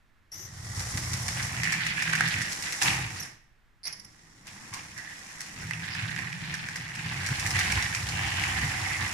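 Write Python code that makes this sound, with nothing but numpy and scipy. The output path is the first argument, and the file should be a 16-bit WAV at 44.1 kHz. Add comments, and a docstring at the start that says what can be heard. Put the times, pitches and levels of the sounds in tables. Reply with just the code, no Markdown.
"""A plastic electric toy train runs over a wooden floor, backs into its wagons, stops, and pulls them away.
Wheels hiss on ribbed rails and click over joints; loose bricks rattle, rubbed parts ring and hollow track drums:
all are impact grains, pulses or friction noise shaped by resonances. Plastic knocks are decaying sine partials.
At a crawl the drive squeaks by stick-slip and its motor hums with a blurred pitch.
Floorboards rumble as noise-fed modes; the train has a short room tail over quiet room noise."""
import sys
import numpy as np
from scipy import signal
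from scipy.fft import rfft, irfft
from scipy.io import wavfile
from scipy.ndimage import uniform_filter1d

SR = 44100
rng = np.random.default_rng(int(sys.argv[2]) if len(sys.argv) > 2 else 0)


def store_wav(level_fs):
    """Save 16-bit WAV to argv[1]."""
    pcm = np.round(np.clip(np.atleast_2d(level_fs), -1, 1) * 32767)
    wavfile.write(sys.argv[1], SR, pcm.T.astype(np.int16))


N = 402633
TIME = np.arange(N) / SR


def undb(db):
    """Amplitude ratio: 20 dB is a factor of ten in gain."""
    return 10 ** (np.asarray(db) / 20)


def decibels(*gains):
    """Incoherent addition: the powers of unrelated sounds add; the sum is given in dB."""
    return 10 * np.log10(sum(g ** 2 for g in gains) + 1e-12)


def unit(x):
    """Normalization of mean power: scale to rms 1."""
    return x / np.sqrt(np.mean(x ** 2))


def curves(table):
    """Linear interpolation in time of each table column after the first."""
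    s, *columns = np.transpose(table)
    return [np.interp(TIME, s, c) for c in columns]


def colour(x, table, size=8192):
    """Minimum-phase filtering: a folded cepstrum gives a causal filter with the (Hz, dB) response."""
    hz, db = np.transpose(table)
    bins = np.maximum(np.arange(size // 2 + 1) * SR / size, 1)
    response_db = np.interp(np.log(bins), np.log(hz), db)
    cepstrum = irfft(np.log(undb(response_db)))
    cepstrum[1:size // 2] *= 2
    cepstrum[size // 2 + 1:] = 0
    impulse = irfft(np.exp(rfft(cepstrum)))
    return signal.fftconvolve(x, impulse[None], axes=1)[:, :N]


def noise(alike):
    """Partial coherence: white noise at two microphones with the given correlation."""
    mid, side = rng.standard_normal((2, N))
    alike = np.clip(alike, -1, 1)
    return (np.sqrt(1 + alike) * mid + np.sqrt(1 - alike) * np.array([side, -side])) / np.sqrt(2)


def fade(energy, t60):
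    """Exponential decay: each input of energy falls 60 dB in t60 seconds."""
    return signal.lfilter([1], [1, -np.exp(-2 * np.log(1000) / (t60 * SR))], energy)


def contacts(rate, spread_db, t60):
    """Random impact process: envelope of many small blows of unequal size, rms 1."""
    sizes = undb(spread_db * np.minimum(rng.exponential(size=N), 4))
    blows = (rng.random(N) < rate / SR) * sizes ** 2
    return unit(np.sqrt(fade(blows, t60) + 1e-12))


def walk(rate):
    """Low-frequency fluctuation: random levels held 1 / rate s, smoothed twice, rms 1."""
    k = int(SR / rate)
    steps = np.repeat(rng.standard_normal(4096), k)[:N]
    return unit(uniform_filter1d(uniform_filter1d(steps, k), k))


def burst(s, attack_s, hold_s, t60):
    """Transient envelope: linear attack, hold and exponential decay."""
    age = TIME - s
    return np.clip(age / attack_s, 0, 1) * undb(-60 * np.maximum(age - attack_s - hold_s, 0) / t60)


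# spectrum of the still air: pitch_hz [Hz], level_db [dB, relative]
ROOM_TONE = [(20, -0.5), (137, -13.5), (561, -28), (1700, -22), (4050, -35), (13000, -47.5)]


def still_air(level_db=-63):
    """Diffuse background: steady, partly coherent noise with a falling spectrum."""
    return unit(colour(noise(0.63), ROOM_TONE)) * undb(level_db)


# speed backing into the station, then creeping out with the wagons: start_s [s], speed [m/s]
SPEED_IN = [(0.305, 0), (0.325, 0.225), (0.55, 0.26), (0.8, 0.44), (1.4, 0.45), (1.9, 0.35), (2.3, 0.42),
            (2.78, 0.44), (3.1, 0.27), (3.24, 0.28), (3.41, 0)]
SPEED_OUT = [(3.82, 0), (3.85, 0.12), (4.44, 0.135), (4.48, 0.205), (5.6, 0.245), (6.9, 0.215), (7.5, 0.37),
             (8.05, 0.33), (9.13, 0.355)]
FULL_M_S = 0.47


def motion():
    """Kinematics: speed as a share of full speed, and its signed integral, metres towards the station."""
    (back,), (forth,) = curves(SPEED_IN), curves(SPEED_OUT)
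    return np.abs(back - forth) / FULL_M_S, np.cumsum(back - forth) / SR


def by_speed(speed, full_db, db_per_decade):
    """Power law of rolling noise: gain grows by a fixed number of dB per tenfold speed."""
    return undb(full_db + db_per_decade * np.log10(speed + 1e-6))


# spectrum of wheels on ribbed rails: pitch_hz [Hz], level_db [dB, relative]
WHEEL = [(250, -14), (420, -3.5), (1600, -0.5), (1950, 6), (2500, -10.5), (3300, -6), (4400, -4), (5500, 4),
         (6400, 0.5), (7400, 0.5), (8300, -6), (9400, -2), (11000, -11), (15000, -25.5)]


def rolling(hiss_db, brighten=0.48):
    """Rolling-contact noise: wheels and gears tick on ribbed rails, brighter the harder they roll."""
    grain = contacts(rate=1400, spread_db=2.0, t60=0.033)
    hiss = unit(colour(grain * noise(0.018), WHEEL))
    dull = signal.sosfilt(signal.butter(1, 9000, fs=SR, output="sos"), hiss)
    treble = (hiss - dull) * undb(brighten * (hiss_db + 50.0))
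    return (dull + treble) * undb(hiss_db + 5.0)


# spectrum of the loose bodies: pitch_hz [Hz], level_db [dB, relative]
BODY = [(500, -58.5), (1100, -10.5), (1400, -5.5), (1650, 3.5), (1850, 4.5), (2100, 2.5), (2350, 2),
        (2750, -1), (3300, -4.5), (5000, -10), (9000, -68)]
# limits between the bands in which separate parts ring: pitch_hz [Hz]
PART_EDGES_HZ = [500, 1400, 1750, 2050, 2400, 2900, 9000]


def rattle(rattle_db, clump_db=2.5, shift_db=1.7):
    """Impact-excited resonance: bricks and bogies chatter in clusters, each part in its own shifting band."""
    parts = 0
    for band in zip(PART_EDGES_HZ, PART_EDGES_HZ[1:]):
        taps = undb(clump_db * walk(rate=90) + shift_db * walk(rate=14))
        ring = signal.butter(2, band, "bandpass", fs=SR, output="sos")
        parts = parts + signal.sosfilt(ring, unit(taps) * noise(0))
    grain = contacts(rate=800, spread_db=1.8, t60=.009)
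    return unit(colour(grain * parts, BODY)) * undb(rattle_db - 1.0)


# spectrum of the hollow track pieces: pitch_hz [Hz], level_db [dB, relative]
HOLLOW = [(200, -10.5), (320, -2.5), (450, -22), (630, -14.5), (735, 0.5), (860, 0.5), (1250, -3.5),
          (1800, -16.5), (4000, -32.5)]


def track(roll_db):
    """Cavity resonance: the hollow track pieces drum under the wheels."""
    grain = contacts(rate=770, spread_db=1.5, t60=0.016)
    return unit(colour(grain * noise(0.61), HOLLOW)) * undb(roll_db - 8.5)


# resonances of the floorboards: pitch_hz [Hz], width_hz [Hz], level_db [dB, relative]
BOARDS = [(65, 3.9, -3), (95.7, 9.3, -0.5), (122.7, 12.5, 0), (161, 8.4, -1.5), (205.5, 41, -10.5),
          (299, 51, -14)]


def rumble(rumble_db, centre_hz, reach_db=11, broad_db=-11.0):
    """Modal excitation: noise drives the board modes, weaker the farther they lie from centre_hz."""
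    broad = [(20, -17), (70, -2.5), (200, -0.5), (420, -17.5), (900, -35.0)]
    boards = undb(broad_db) * unit(colour(noise(1.0), broad))
    for hz, width, db in BOARDS:
        mode = signal.lfilter(*signal.iirpeak(hz, hz / width, fs=SR), noise(1 - (hz / 480) ** 3))
        mode = signal.lfilter(*signal.iirpeak(hz, 1, fs=SR), mode)
        octaves_away = np.abs(np.log2(hz / centre_hz))
        boards = boards + unit(mode) * undb(db - reach_db * octaves_away)
    # the wheels push steadily, so the boards beat without long lulls
    swell = np.sqrt(uniform_filter1d(np.mean(boards ** 2, axis=0), size=5000))
    return boards / swell * undb(rumble_db + 0.28)


# drive sticking and squeaking: start_s [s], length_s [s], pitch_hz [Hz], slip_rate [1/s],
# level_db [dB, before a 2 dB lift and the pan], roughness [ratio]
SQUEAKS = [(0.318, 0.031, 5630, 300, -42.5, 0.3), (0.342, 0.13, 5930, 360, -45.5, 0.66),
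           (3.161, 0.058, 4930, 490, -51, 1.2), (3.2, 0.012, 5880, 460, -36, 0.33),
           (3.225, 0.013, 5370, 550, -38.5, .2), (3.832, 0.027, 4900, 200, -46, 1.12),
           (3.853, 0.017, 5030, 330, -36.5, 1.14), (3.871, 0.012, 5370, 350, -33.5, 0.95),
           (3.925, 0.013, 5320, 400, -38.5, 0.7), (3.996, 0.0086, 5380, 380, -44.5, 0.65),
           (4.047, 0.0081, 5460, 490, -46.5, 0.44)]
# direction of the squeaks: start_s [s], left_minus_right_db [dB]
SQUEAK_PAN = [(.4, 6.5), (3.2, -3.5)]


def squeaks(octave_db=-4, scrape_db=-17, chassis_db=-14, chassis_hz=2100, dull_hz=11200):
    """Stick-slip oscillation: each slip starts three close lines with an octave and rings the chassis."""
    scatter, grip, grit, split, neighbour_db = .015, .4, .19, .1, -6
    out = np.zeros((2, N))
    for s, length, hz, rate, db, rough in SQUEAKS:
        t, start = TIME[:int(length * SR)], int(s * SR)
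        slip, age = (t * rate).astype(int), t * rate % 1
        # one random draw per slip, held until the next
        detune, size, left, right, below, above = rough * rng.standard_normal((128, 6))[slip].T
        jitter = rough * grit * uniform_filter1d(rng.standard_normal((2, len(t))), size=30)
        # the rougher the slips, the more each starts afresh and the grittier the squeal
        cycles = np.cumsum(hz * (1 + scatter * detune + jitter), axis=1) / SR
        phase = 2 * np.pi * (cycles + np.array([left, right]) / 2)
        pulse = (np.sin(np.pi * age) * np.exp(-age / grip)) ** abs(rough)
        gate = unit(pulse * undb(2 * size) * np.sin(np.pi * t / length) ** 0.11)
        scrape = uniform_filter1d(rng.standard_normal((2, len(t))), size=5)
        neighbours = np.sin(phase * (1 - split) + np.pi * below) + np.sin(phase * (1 + split) + np.pi * above)
        tone = np.sin(phase) + rough * undb(neighbour_db) * neighbours + undb(octave_db) * np.sin(2 * phase)
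        chassis = rough * undb(chassis_db) * np.sin(phase * chassis_hz / hz)
        out[:, start:start + len(t)] += undb(db) * gate * (tone + chassis + 2 * undb(scrape_db) * scrape)
    pan_db, = curves(SQUEAK_PAN)
    out = signal.sosfilt(signal.butter(2, dull_hz, fs=SR, output="sos"), out)
    return out * undb(np.array([pan_db, -pan_db]) / 2 + 2.0)


# motor hums: start_s [s], length_s [s], from_hz [Hz], to_hz [Hz], level_db [dB, nominal]
HUMS = [(.325, .16, 310, 400, -63), (4.5, .3, 205, 250, -60), (5.9, .82, 165, 159, -44)]


def motor(blur_hz=60):
    """Random modulation of a gliding tone: the hum swells and fades as the uneven load blurs its pitch."""
    out, blur = 0, (walk(blur_hz) + 1j * walk(blur_hz)) / np.sqrt(2)
    for s, length, from_hz, to_hz, db in HUMS:
        progress = np.clip((TIME - s) / length, 0, 1)
        phase = 2 * np.pi * np.cumsum(from_hz + (to_hz - from_hz) * progress) / SR
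        swell = np.sqrt(2 * np.abs(np.sin(np.pi * progress)))
        out = out + undb(db) * swell * (blur * np.exp(1j * phase)).real
    return out


# wheels dropping into gaps at the points: start_s [s], level_db [dB, before decay]
THUMPS = [(0.771, -27), (0.943, -32), (4.714, -39), (6.029, -27.5)]
THUMP_HZ = 110


def thumps(rise_s=0.0074, t60=0.16):
    """Damped oscillation: a floorboard swings for some cycles under each drop."""
    out = 0
    for s, db in THUMPS:
        out = out + undb(db) * burst(s, rise_s, 0, t60) * np.sin(2 * np.pi * THUMP_HZ * (TIME - s))
    return out


# wheels dropping over rail joints: start_s [s], level_db [dB, before the click spectrum and trim]
JOINTS = [(0.795, -28.5), (0.9737, -25), (1.133, -23), (1.2817, -22.5), (1.427, -26), (1.634, -24.5),
          (1.722, -22), (1.867, -28.5), (2.0243, -24.5), (2.153, -25), (2.277, -25.5), (2.4162, -25),
          (2.522, -24.5), (2.6238, -26.5), (2.7236, -24), (2.8229, -16.5), (4.4695, -36.5), (4.7376, -27.5),
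          (4.978, -34.5), (5.406, -28.5), (6.543, -32), (6.687, -35.5), (6.76, -29.5), (6.952, -34),
          (7.2634, -24), (7.397, -25), (7.464, -23), (7.506, -23), (7.591, -20), (7.719, -23.5),
          (7.825, -26.5), (7.949, -24.5), (8.088, -26.5)]
# spectrum of a click: pitch_hz [Hz], level_db [dB, relative]
CLICK = [(300, -21), (900, -3), (2000, 10.5), (3300, 0.5), (5500, 11), (7500, 4), (9500, 2), (12000, -7.5),
         (15000, -15.5)]


def joints(bounce_s=0.0049, bounce_db=-2, tail_db=-18, tail_t60=0.37):
    """Paired impact: two wheels hit a joint in quick succession and the chassis shivers on."""
    s, db = np.transpose(JOINTS)
    energy = np.zeros(N)
    energy[(s * SR).astype(int)] = undb(db) ** 2
    second = s + bounce_s * rng.uniform(1.0, 1.8, len(s))
    energy[(second * SR).astype(int)] += undb(db + bounce_db) ** 2
    strike = fade(energy, t60=.021)
    envelope = np.sqrt(strike + undb(tail_db) ** 2 * fade(energy, tail_t60))
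    return colour(uniform_filter1d(envelope, size=24) * noise(.1), CLICK) * undb(-2.8)


# rattle after each blow, relative to the blow [dB]
JOINT_SHAKE_DB, KNOCK_SHAKE_DB, SHAKE_T60_S = -17, -19, .1


def shaking():
    """Energy transfer: each joint and knock leaves a brief decaying rattle, here its envelope."""
    kicks = np.zeros(N)
    for table, shake_db in ((JOINTS, JOINT_SHAKE_DB), (KNOCKS, KNOCK_SHAKE_DB)):
        for s, db, *_ in table:
            kicks[int(s * SR)] += undb(db + shake_db) ** 2
    return np.sqrt(fade(kicks, SHAKE_T60_S))


# bogies crossing points and uneven track: start_s [s], length_s [s], rattle_db [dB], rumble_db [dB]
CROSSINGS = [(0.904, 0.29, -48, -38), (1.324, 0.4, -38.5, -42.5), (1.634, 0.43, -32, -44.5),
             (2.074, 0.26, -33, -40), (2.616, 0.19, -38, -65), (5.517, 0.055, -45.5, -51),
             (5.771, 0.076, -38.5, -47), (5.933, 0.26, -36, -44), (6.398, 0.58, -40, -46.5),
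             (7.033, 0.6, -39.5, -39.5), (7.526, 0.22, -30, -38), (8.143, 0.13, -33.5, -54),
             (8.356, 0.15, -32, -58.5), (8.537, 0.11, -35.5, -35.5), (8.692, 0.34, -36.5, -43)]
CROSSING_ATTACK_S, CROSSING_T60_S = 0.031, 1


def crossing():
    """Incoherent excitation: envelopes of clatter in the bodies and pounding on the floor over rough track."""
    clatter, pounding = np.zeros((2, N))
    for s, length, rattle_db, rumble_db in CROSSINGS:
        shape = burst(s, CROSSING_ATTACK_S, length, CROSSING_T60_S)
        clatter = np.hypot(clatter, undb(rattle_db) * shape)
        pounding = np.hypot(pounding, undb(rumble_db) * shape)
    return clatter, pounding


# bogies and couplings knocking: start_s [s], level_db [dB, main partial before decay], pitch_hz [Hz]
KNOCKS = [(1.6333, -19, 2010), (1.7254, -19, 1790), (1.8653, -18, 2050), (2.0222, -17.5, 1790),
          (2.132, -18, 1600), (2.1347, -14.5, 1740), (2.1525, -22, 1750), (2.2077, -8, 1610),
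          (2.3405, -21, 2440), (5.7096, -18.5, 1970), (5.7341, -23, 2630), (5.951, -23, 1740),
          (6.163, -24.5, 1800), (6.1892, -23, 1850), (6.328, -26.5, 2500), (6.5408, -22, 1770),
          (6.6869, -24, 1750), (6.7583, -22, 1970), (7.2892, -21, 1740), (7.4623, -18.5, 1890),
          (7.5895, -17, 2130), (7.608, -19, 1900), (7.7223, -17.5, 2300), (7.825, -21.5, 2070),
          (7.948, -21, 2440), (8.4375, -15.5, 2050)]
# partials of a knock: ratio [times its pitch], level_db [dB, relative], t60_s [s]
KNOCK_MODES = [(1, 0, .012), (.64, -13, .007), (1.25, -11, .009)]


def knocks(crack_db=-9, crack_t60=0.0056, bounce_db=-9):
    """Modal impact: plastic parts give a crack and damped partials, then bounce once."""
    contact_s, bounce_s = .0009, (.002, .004)
    out, t, energy = np.zeros((2, N)), TIME[:SR // 10], np.zeros(N)
    swell = np.sin(np.pi / 2 * np.minimum(t / contact_s, 1))
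    for s, db, hz in KNOCKS:
        for when, hit_db in ((s, db), (s + rng.uniform(*bounce_s), db + bounce_db)):
            start = int(when * SR)
            energy[start] += undb(hit_db + crack_db) ** 2
            for ratio, mode_db, t60 in KNOCK_MODES:
                # opposite random phase shifts at the two microphones
                phase = 2 * np.pi * hz * ratio * t + rng.standard_normal() * np.array([[1], [-1]]) / 2
                shape = swell * undb(-60 * np.maximum(t - contact_s, 0) / t60)
                out[:, start:start + len(t)] += undb(hit_db + mode_db) * shape * np.sin(phase)
    crack = colour(np.sqrt(fade(energy, crack_t60)) * noise(.1), CLICK)
    return out + crack


# flanges rubbing a wagon or rail part: start_s [s], length_s [s], pitch_hz [Hz], width_hz [Hz], level_db [dB]
RUBS = [(1.968, .079, 2420, 450, -35), (4.726, .049, 1080, 160, -48), (4.965, .175, 1830, 340, -45.5),
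        (5.598, .032, 5500, 700, -48), (5.905, .045, 4900, 900, -44), (8.115, .81, 787, 71, -47.5),
        (8.12, .42, 2880, 500, -40.5), (8.475, .62, 2024, 220, -41)]


def rubs(catch_db=2.0, edge_s=.008):
    """Friction-driven resonance: a flange catches and lets go unevenly, feeding one broad band."""
    out, friction = 0, undb(catch_db * walk(rate=120)) * noise(0)
    for s, length, hz, width, db in RUBS:
        ring = signal.butter(2, [hz - width / 2, hz + width / 2], "bandpass", fs=SR, output="sos")
        touch = np.clip(np.minimum(TIME - s, s + length - TIME) / edge_s + .5, 0, 1)
        out = out + undb(db) * touch * unit(signal.sosfilt(ring, friction))
    return out


# engine and wagons jolting together: start_s [s], rattle_db [dB], thump_db [dB], t60_s [s]
SHUNTS = [(2.812, -25, -36, 0.74), (3.849, -47.5, -61, 0.16), (4.724, -44.5, -56, 0.33)]
SHUNT_ATTACK_S, SHUNT_HOLD_S = 0.0063, 0.052
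THUMP_ATTACK_S, THUMP_HOLD_S = 0.072, 0.15  # the floor answers more slowly than the bodies


def shunting():
    """Collision response: envelopes of the shudder in the bodies and the slower thump in the floor."""
    shudder = sum(undb(db) * burst(s, SHUNT_ATTACK_S, SHUNT_HOLD_S, t60) for s, db, _, t60 in SHUNTS)
    thump = sum(undb(db) * burst(s, THUMP_ATTACK_S, THUMP_HOLD_S, t60) for s, _, db, t60 in SHUNTS)
    return shudder, thump


def room(x, t60=0.43, treble_t60=0.055, wet_db=-9):
    """Reverberation: floor, furniture and walls return a short diffuse tail that dulls as it fades."""
    t = TIME[:SR // 2]
    echoes = rng.standard_normal((2, len(t))) * (t > .004)
    low = signal.lfilter(*signal.butter(1, 6000, fs=SR), echoes)
    tail = low * undb(-60 * t / t60) + (echoes - low) * undb(-60 * t / treble_t60)
    tail /= np.sqrt(np.sum(tail ** 2, axis=1, keepdims=True))
    return x + undb(wet_db) * signal.fftconvolve(x, tail, axes=1)[:, :N]


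# drive levels of the lone engine at full speed [dB, before each layer's own trim], growth [dB per tenfold speed]
HISS_DB, HISS_DB_PER_DECADE = -43.5, 44
RATTLE_DB, RATTLE_DB_PER_DECADE = -48.5, 59
RUMBLE_DB, RUMBLE_DB_PER_DECADE = -37, 22.5
FLOOR_BUILD_S = 0.1
# once coupled, the wagons add to each sound [dB]
COUPLED_S = 3.1
WAGON_HISS_DB, WAGON_RATTLE_DB, WAGON_RUMBLE_DB, WAGON_HOLLOW_DB = 4, 17, 3.5, 2
# relative to the rattle [dB]: flanges rub at crossings; in shunts wheels skid and the track drums
CROSSING_HISS_DB, SHUNT_HISS_DB, SHUNT_HOLLOW_DB = -22, -12.5, -3.5
# floor along the line, open track, points, station: distance_m [m from the start], rumble_db [dB],
# pitch_hz [Hz, to which it answers most], hollowness_db [dB]
ROUTE = [(-0.15, -7, 107, 3.5), (0.05, 0, 97, 3.5), (0.3, -1, 99, 2.5), (0.44, -5, 110, 1.5),
         (0.53, -8, 162, 0), (0.71, -4, 162, 1), (0.8, -2, 124, -1.5), (0.84, -16, 280, -2.5),
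         (1.08, -14, 280, 0)]
# direction of the rattling bodies: start_s [s], left_minus_right_db [dB]
BODY_PAN = [(.5, 7), (1.2, 1.5), (2.3, -1), (2.9, 1), (5.2, 2.5), (6.15, -2.5), (6.6, 2.5), (7.2, 0)]


def scene(floor_jolt_db=2.0, hiss_share=0.59):
    """Superposition: speed, load and place set the rolling layers, to which the separate events add."""
    speed, metres = motion()
    marks, *columns = np.transpose(ROUTE)
    floor_db, centre_hz, hollow_db = (np.interp(metres, marks, c) for c in columns)
    wagons = TIME > COUPLED_S
    shudder, thump = shunting()
    clatter, pounding = crossing()

    skid = np.hypot(shudder * undb(SHUNT_HISS_DB), clatter * undb(CROSSING_HISS_DB))
    rolling_hiss = by_speed(speed, HISS_DB + wagons * WAGON_HISS_DB, HISS_DB_PER_DECADE)
    hiss_db = decibels(rolling_hiss, skid)
    rolling_rattle = by_speed(speed, RATTLE_DB + wagons * WAGON_RATTLE_DB, RATTLE_DB_PER_DECADE)
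    rattle_db = decibels(rolling_rattle, clatter, shudder, shaking())
    roll_db = hiss_share * hiss_db + (1 - hiss_share) * rattle_db + hollow_db + wagons * WAGON_HOLLOW_DB

    # the floor builds up slowly but falls at once with the speed
    step = 1 / (FLOOR_BUILD_S * SR)
    push = np.minimum(speed, signal.lfilter([step], [1, step - 1], speed))
    full_rumble_db = RUMBLE_DB + floor_db + wagons * WAGON_RUMBLE_DB
    rumble_db = decibels(by_speed(push, full_rumble_db, RUMBLE_DB_PER_DECADE), pounding)

    # uneven track jolts the bodies, the track and the floor together
    jolt, jolt_db = walk(rate=30), .7
    pan_db, = curves(BODY_PAN)
    drum = track(decibels(undb(roll_db), shudder * undb(SHUNT_HOLLOW_DB)) + jolt_db * jolt)
    bodies = rattle(rattle_db + jolt_db * jolt + np.array([pan_db, -pan_db]) / 2)
    train = rolling(hiss_db) + bodies + drum + joints() + knocks() + squeaks() + rubs() + motor()
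    floor = rumble(rumble_db + floor_jolt_db * jolt, centre_hz) + rumble(decibels(thump), THUMP_HZ) + thumps()
    return room(train) + floor + still_air()


# difference between the microphone ports: pitch_hz [Hz], left_minus_right_db [dB]
MIC = [(200, -0.5), (900, -1), (2000, -7.5), (2900, 2), (5400, -2), (8100, 4), (10300, -3), (15000, -9)]
TOP_HZ = 15000


def record(dry):
    """Transducer response: two ports colour the sound in opposite senses; a low-pass cuts the top."""
    hz, db = np.transpose(MIC)
    ports = []
    for k, sign in enumerate((1, -1)):
        response = np.column_stack([hz, sign * db / 2])
        ports.append(colour(dry[[k]], response)[0])
    return signal.sosfilt(signal.ellip(8, .2, 70, TOP_HZ, fs=SR, output="sos"), np.array(ports))


dry = scene()
out = record(dry)
store_wav(out)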